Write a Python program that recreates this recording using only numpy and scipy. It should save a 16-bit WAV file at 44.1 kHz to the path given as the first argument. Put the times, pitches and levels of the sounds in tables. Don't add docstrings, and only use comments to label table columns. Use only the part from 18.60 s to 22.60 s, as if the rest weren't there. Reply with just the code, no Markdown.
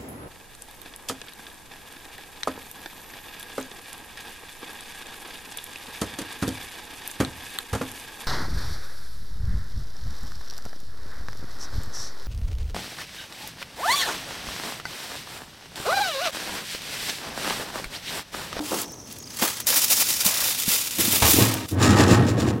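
import sys
import numpy as np
from scipy import signal
from scipy.io import wavfile
from scipy.ndimage import uniform_filter1d

SR = 44100
rng = np.random.default_rng(int(sys.argv[2]) if len(sys.argv) > 2 else 0)


def store_wav(level_fs):
    pcm = np.round(np.clip(np.atleast_2d(level_fs), -1, 1) * 32767)
    wavfile.write(sys.argv[1], SR, pcm.T.astype(np.int16))


N = 176400
T = np.arange(N) / SR


def amp(db):
    return 10 ** (np.asarray(db) / 20)


def unit(x):
    return x / np.sqrt(np.mean(x ** 2) + 1e-20)


def bandpass(x, low_hz, high_hz, order=2):
    return signal.sosfilt(signal.butter(order, [low_hz, high_hz], "band", fs=SR, output="sos"), x)


def curves(rows):
    times, *columns = np.transpose(rows)
    fade_db = 3000 * np.abs(T - np.clip(T, times[0], times[-1]))
    return [np.maximum(np.interp(T, times, db) - fade_db, -120) for db in columns]


def swells(rows):
    return sum(amp(db) * np.exp(-((T - s) / sigma_s) ** 2 / 2) for s, db, sigma_s in rows)


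def even(x, window_s):
    power = np.abs(uniform_filter1d(x * x, max(int(window_s * SR), 8)))
    return x / np.sqrt(power + 0.0012 * np.mean(x * x))


def clicks(per_s, spread_db, ring_s):
    sizes = (rng.random(N) < per_s / SR) * amp(spread_db * np.minimum(rng.exponential(1, N), 5))
    energy = signal.lfilter([1], [1, -np.exp(-2 / (ring_s * SR))], sizes ** 2 + 1e-18)
    return np.sqrt(energy)


def colour(drive, spectrum):
    hz, db = np.transpose(spectrum)
    edges, out = np.geomspace(24, 17000, 20), 0
    for low, high in zip(edges, edges[1:]):
        if high > hz[0] and low < hz[-1]:
            band = bandpass(drive * rng.standard_normal(N) + 1e-18, low, high)
            out = out + band * amp(np.interp(np.log(low * high) / 2, np.log(hz), db))
    return unit(out)


def resonate(drive, modes, q):
    out = 0
    for hz, db in modes:
        width_hz = 6 + hz / q
        r = np.exp(-np.pi * width_hz / SR)
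        feedback = [1, -2 * r * np.cos(2 * np.pi * hz / SR), r * r]
        force = drive * rng.standard_normal(N) + 1e-18
        out = out + amp(db) * (1 - r * r) * signal.lfilter([1, 0, -1], feedback, force)
    return unit(bandpass(out, modes[0][0] / np.sqrt(2), modes[-1][0] * np.sqrt(2)))


def shimmer(x, t60_s=0.046):
    age = T[:SR // 25]
    tail = rng.standard_normal(len(age)) * amp(-60 * age / t60_s)
    return x + amp(-13) * signal.fftconvolve(x, tail / np.linalg.norm(tail))[:N]


# f/Hz, density level/dB
AIR_SPECTRUM = [(30, -17), (80, 1), (250, 0), (2000, -25), (15000, -30)]
def air():
    return amp(-46.5) * colour(1, AIR_SPECTRUM)


def chirps(notes, sigma_s=0.0025, fall_hz_per_s=65000):
    out = np.zeros(N)
    for s, hz in notes:
        near = np.abs(T - s) < 10 * sigma_s
        t = T[near] - s
        phase = 2 * np.pi * (hz - fall_hz_per_s * t / 2) * t
        out[near] += np.exp(-(t / sigma_s) ** 2 / 2) * np.sin(phase)
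    return out


# t/s, f/Hz
BIRD_NOTES = [(.335, 6140), (0.403, 5840), (.605, 6600), (.629, 6600), (0.643, 5000), (.676, 4900),
              (.707, 4950)]
# t/s, level/dB
TWITTER_LEVEL = [(.1, -52), (.33, -45.5), (.46, -50), (1.05, -44.5)]
def birds(far_per_s=700, centre_hz=5940, width_hz=1350):
    draws = rng.random((far_per_s * N // SR, 2))
    far_notes = [(when * N / SR, centre_hz + width_hz * (pitch - 0.5)) for when, pitch in draws]
    twitter = amp(curves(TWITTER_LEVEL)[0]) * unit(shimmer(chirps(far_notes)))
    return shimmer(amp(-37) * chirps(BIRD_NOTES) + twitter)


# t/s, level/dB
RIM_DECAY = [(2.76, -28), (3.06, -39.5)]
# f/Hz, relative level/dB
RIM_PARTIALS = [(96.9, 0), (262, 3), (315, -0.5), (932, -7.5), (1195, -12)]
def rim():
    age = np.maximum(T - RIM_DECAY[0][0], 0)
    ring = sum(amp(db) * np.sin(2 * np.pi * (hz * age + rng.random())) for hz, db in RIM_PARTIALS)
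    return amp(curves(RIM_DECAY)[0]) * unit(ring)


# t/s, f/Hz, level/dB, T60/s
KNOCKS = [(0, 299, -22.5, 0.21), (0.821, 319, -29.5, 0.13), (1.659, 189, -20, 0.071),
          (2.079, 195, -13, 0.031), (2.479, 230, -15, 0.05), (2.622, 76.7, -18.5, 0.46),
          (2.622, 947, -20.5, 0.26), (2.741, 300, -4, 0.03)]
def thumps(rise_s=0.0013):
    out = 0
    for s, hz, db, t60 in KNOCKS:
        age = np.maximum(T - s, 0)
        envelope = amp(db - 60 * age / t60) * (1 - np.exp(-age / rise_s))
        out = out + envelope * np.sin(2 * np.pi * hz * age)
    return out


# f/Hz, relative level/dB
LOW_MODES = [(92, 4.5), (112, 6), (130, -3.5), (203, 1), (243, -0.5), (266, -2.5), (308, -1), (342, -4.5),
             (478, -11.5)]
HIGH_MODES = [(835, 8.5), (932, 6.5), (1088, 8), (1195, 6), (1285, 5.5), (1525, 2.5), (1680, 3.5),
              (1850, 4.5)]
def tray(db, modes, spectrum, per_s, ring_db, window_s):
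    bumps = clicks(per_s, spread_db=1.94, ring_s=0.0041)
    contact = colour(bumps, spectrum)
    ring = amp(ring_db) * resonate(bumps, modes, q=50)
    return amp(db) * even(contact + ring, window_s)


def foil(levels, spectrum, spread_db):
    db, = curves(levels)
    effort_db = np.maximum(db - db.max(), -30)
    per_s = 200 + 2400 * amp(0.6 * effort_db)
    creases = clicks(per_s, spread_db, ring_s=0.0093)
    crinkle = even(shimmer(colour(creases, spectrum)), window_s=0.05)
    hiss = bandpass(crinkle, 1650, 9600, order=1)
    return amp(db) * (hiss + amp(0.78 * effort_db) * (crinkle - hiss))


# t/s, level/dB
CRUMPLE_LEVEL = [(0, -44), (.045, -33.5), (.145, -28.5), (.228, -28), (.26, -45.5), (.44, -52.5), (.5, -40),
                 (.64, -48), (.76, -35.5), (.81, -26.5), (.816, -20.5), (.868, -22.5), (.92, -29.5),
                 (.997, -34), (1.003, -25), (1.025, -41.5), (1.06, -46)]
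RUB_LEVEL = [(0, -38.5), (.1, -46), (.122, -23.5), (.175, -34.5), (.27, -43.5), (.8, -65), (.825, -20),
             (.92, -63)]
# f/Hz, density level/dB
CRUMPLE_SPECTRUM = [(450, -2), (1000, 1.5), (2000, -1.5), (15000, -1.5)]
RUB_SPECTRUM = [(150, -1), (290, 9.5), (550, 3.5), (1000, 0.5), (3000, -32)]
def bundle():
    rub_db, = curves(RUB_LEVEL)
    crumple = foil(CRUMPLE_LEVEL, CRUMPLE_SPECTRUM, spread_db=4.0)
    rub = tray(rub_db, LOW_MODES[5:] + HIGH_MODES, RUB_SPECTRUM, per_s=400, ring_db=-14.5, window_s=0.017)
    return crumple + rub


# t/s, rumble level/dB, scrape level/dB
DRAG_LEVELS = [(2.375, -42, -53), (2.394, -24.5, -34), (2.44, -34.5, -48), (2.55, -33.5, -31.5),
               (2.614, -37, -43), (2.623, -25.5, -17.5), (2.685, -25.5, -23.5), (2.72, -33.5, -45),
               (2.81, -15, -24.5), (2.93, -30, -31), (3.06, -41, -39.5)]
# f/Hz, density level/dB
RUMBLE_SPECTRUM = [(35, -36), (85, -9.5), (320, -5), (700, -18.5)]
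SCRAPE_SPECTRUM = [(300, -19), (500, 3.5), (1400, -16), (2500, -5.5), (8000, -14)]
def dragging():
    rumble_db, scrape_db = curves(DRAG_LEVELS)
    rumble = tray(rumble_db, LOW_MODES, RUMBLE_SPECTRUM, per_s=350, ring_db=3, window_s=0.088)
    scrape = tray(scrape_db, HIGH_MODES, SCRAPE_SPECTRUM, per_s=1600, ring_db=-5, window_s=0.025)
    return rumble + scrape


# t/s, rumble level/dB, rattle level/dB
ROLL_LEVELS = [(3.095, -61.5, -75), (3.12, -25, -48), (3.235, -16.5, -22.5), (3.35, -14, -24),
               (3.41, -15.5, -18), (3.46, -16.5, -26.5), (3.535, -12.5, -22), (3.72, -21.5, -35.5),
               (3.89, -20, -33), (4, -28.5, -44)]
# t/s, level/dB, Gaussian sigma/s
SWISHES = [(3.24, -22, 0.021), (3.305, -27, 0.021), (3.405, -24.5, 0.031), (3.522, -25, 0.03),
           (3.692, -33, 0.02), (3.81, -32, 0.02), (3.887, -34.5, .016)]
# f/Hz, density level/dB
RATTLE_SPECTRUM = [(350, -4), (550, 6), (1700, -9), (2500, -6.5), (9000, -24.5)]
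SWISH_SPECTRUM = [(1500, 0.5), (5000, 0), (7800, -5.5), (8800, -12), (15000, -19)]
def rolling(sizzle_hz=7130):
    rumble_db, rattle_db = curves(ROLL_LEVELS)
    ticks = clicks(per_s=1500, spread_db=3.2, ring_s=0.003)
    peel = even(shimmer(colour(ticks, SWISH_SPECTRUM)), window_s=0.041)
    sizzle = amp(-8.5) * resonate(ticks, [(sizzle_hz, 0)], q=27)
    rumble = tray(rumble_db, LOW_MODES, RUMBLE_SPECTRUM, per_s=280, ring_db=6.5, window_s=0.1)
    rattle = tray(rattle_db, HIGH_MODES, RATTLE_SPECTRUM, per_s=520, ring_db=1.5, window_s=0.023)
    return rumble + rattle + swells(SWISHES) * (peel + sizzle)


# t/s, onset level/dB
CREASE_SNAPS = [(0.216, -22), (.319, -38), (.525, -29.5), (.585, -33), (0.77, -28), (1.002, -22),
                (1.069, -15), (1.649, -18), (1.894, -20), (2.94, -19)]
# f/Hz, density level/dB
SNAP_SPECTRUM = [(1500, -16), (8000, 3), (15000, 2)]
def snaps(t60_s=0.026):
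    envelope = sum(amp(db - 60 * np.maximum(T - s, 0) / t60_s) * (T >= s) for s, db in CREASE_SNAPS)
    return envelope * colour(1, SNAP_SPECTRUM)


def glide(x, centre_hz, block=128):
    out, state = np.zeros(N), np.zeros(2)
    for i in range(0, N, block):
        b, a = signal.iirpeak(centre_hz[i], Q=2, fs=SR)
        out[i:i + block], state = signal.lfilter(b, a, x[i:i + block], zi=state)
    return out


# t/s, relative level/dB
TUG_LEVEL = [(1.06, -35), (1.072, -18.5), (1.15, -21.5), (1.172, -15), (1.204, -24), (1.244, -17),
             (1.256, -25), (1.292, -24.5), (1.31, -15), (1.36, -22.5), (1.422, -17), (1.44, -26.5),
             (1.494, -20.5), (1.58, -26.5), (1.612, -21.5), (1.643, -26), (1.651, -16.5), (1.73, -24.5),
             (1.835, -22), (1.89, -21.5), (1.972, -29), (1.992, -21.5), (2.054, -28), (2.088, -20),
             (2.145, -19), (2.19, -23.5), (2.32, -29.5), (2.375, -26), (2.398, -19.5), (2.5, -22),
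             (2.552, -17.5), (2.602, -24), (2.65, -19), (2.72, -15), (2.755, -19.5), (2.82, -19.5),
             (3.078, -46), (3.09, -31.5), (3.15, -44)]
# f/Hz, density level/dB
SHEET_SPECTRUM = [(200, -8.5), (1500, -7.5), (6500, -2.5), (15000, 0.5)]
# t/s, f/Hz
SHEET_RESONANCE = [(1.6, 5200), (2.05, 3180)]
# t/s, level/dB, Gaussian sigma/s
FLEX_SWELLS = [(1.135, -30.5, 0.037), (1.315, -40, 0.017), (1.422, -29.5, 0.0054), (1.69, -37.5, 0.053),
               (1.83, -35, 0.08)]
def sheet():
    hiss = foil(TUG_LEVEL, SHEET_SPECTRUM, spread_db=3.8)
    resonance = glide(hiss, np.interp(T, *np.transpose(SHEET_RESONANCE)))
    modes = [(hz, 0) for hz in np.geomspace(500, 2830, 24)]
    pops = clicks(per_s=120, spread_db=3, ring_s=0.001)
    crackles = swells(FLEX_SWELLS) * even(resonate(pops, modes, q=17), window_s=0.017)
    return 1.098 * hiss + 0.41 * resonance + crackles


def scene():
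    mono = air() + bundle() + sheet() + dragging() + rim() + rolling() + snaps() + thumps() + birds()
    return np.array([mono, mono])


def record(dry, cutoff_hz=15900):
    rounded = 1.09 * np.tanh(dry / 1.074)
    return signal.sosfilt(signal.ellip(12, 0.1, 80, cutoff_hz, fs=SR, output="sos"), rounded)


dry = scene()
out = record(dry)
store_wav(out)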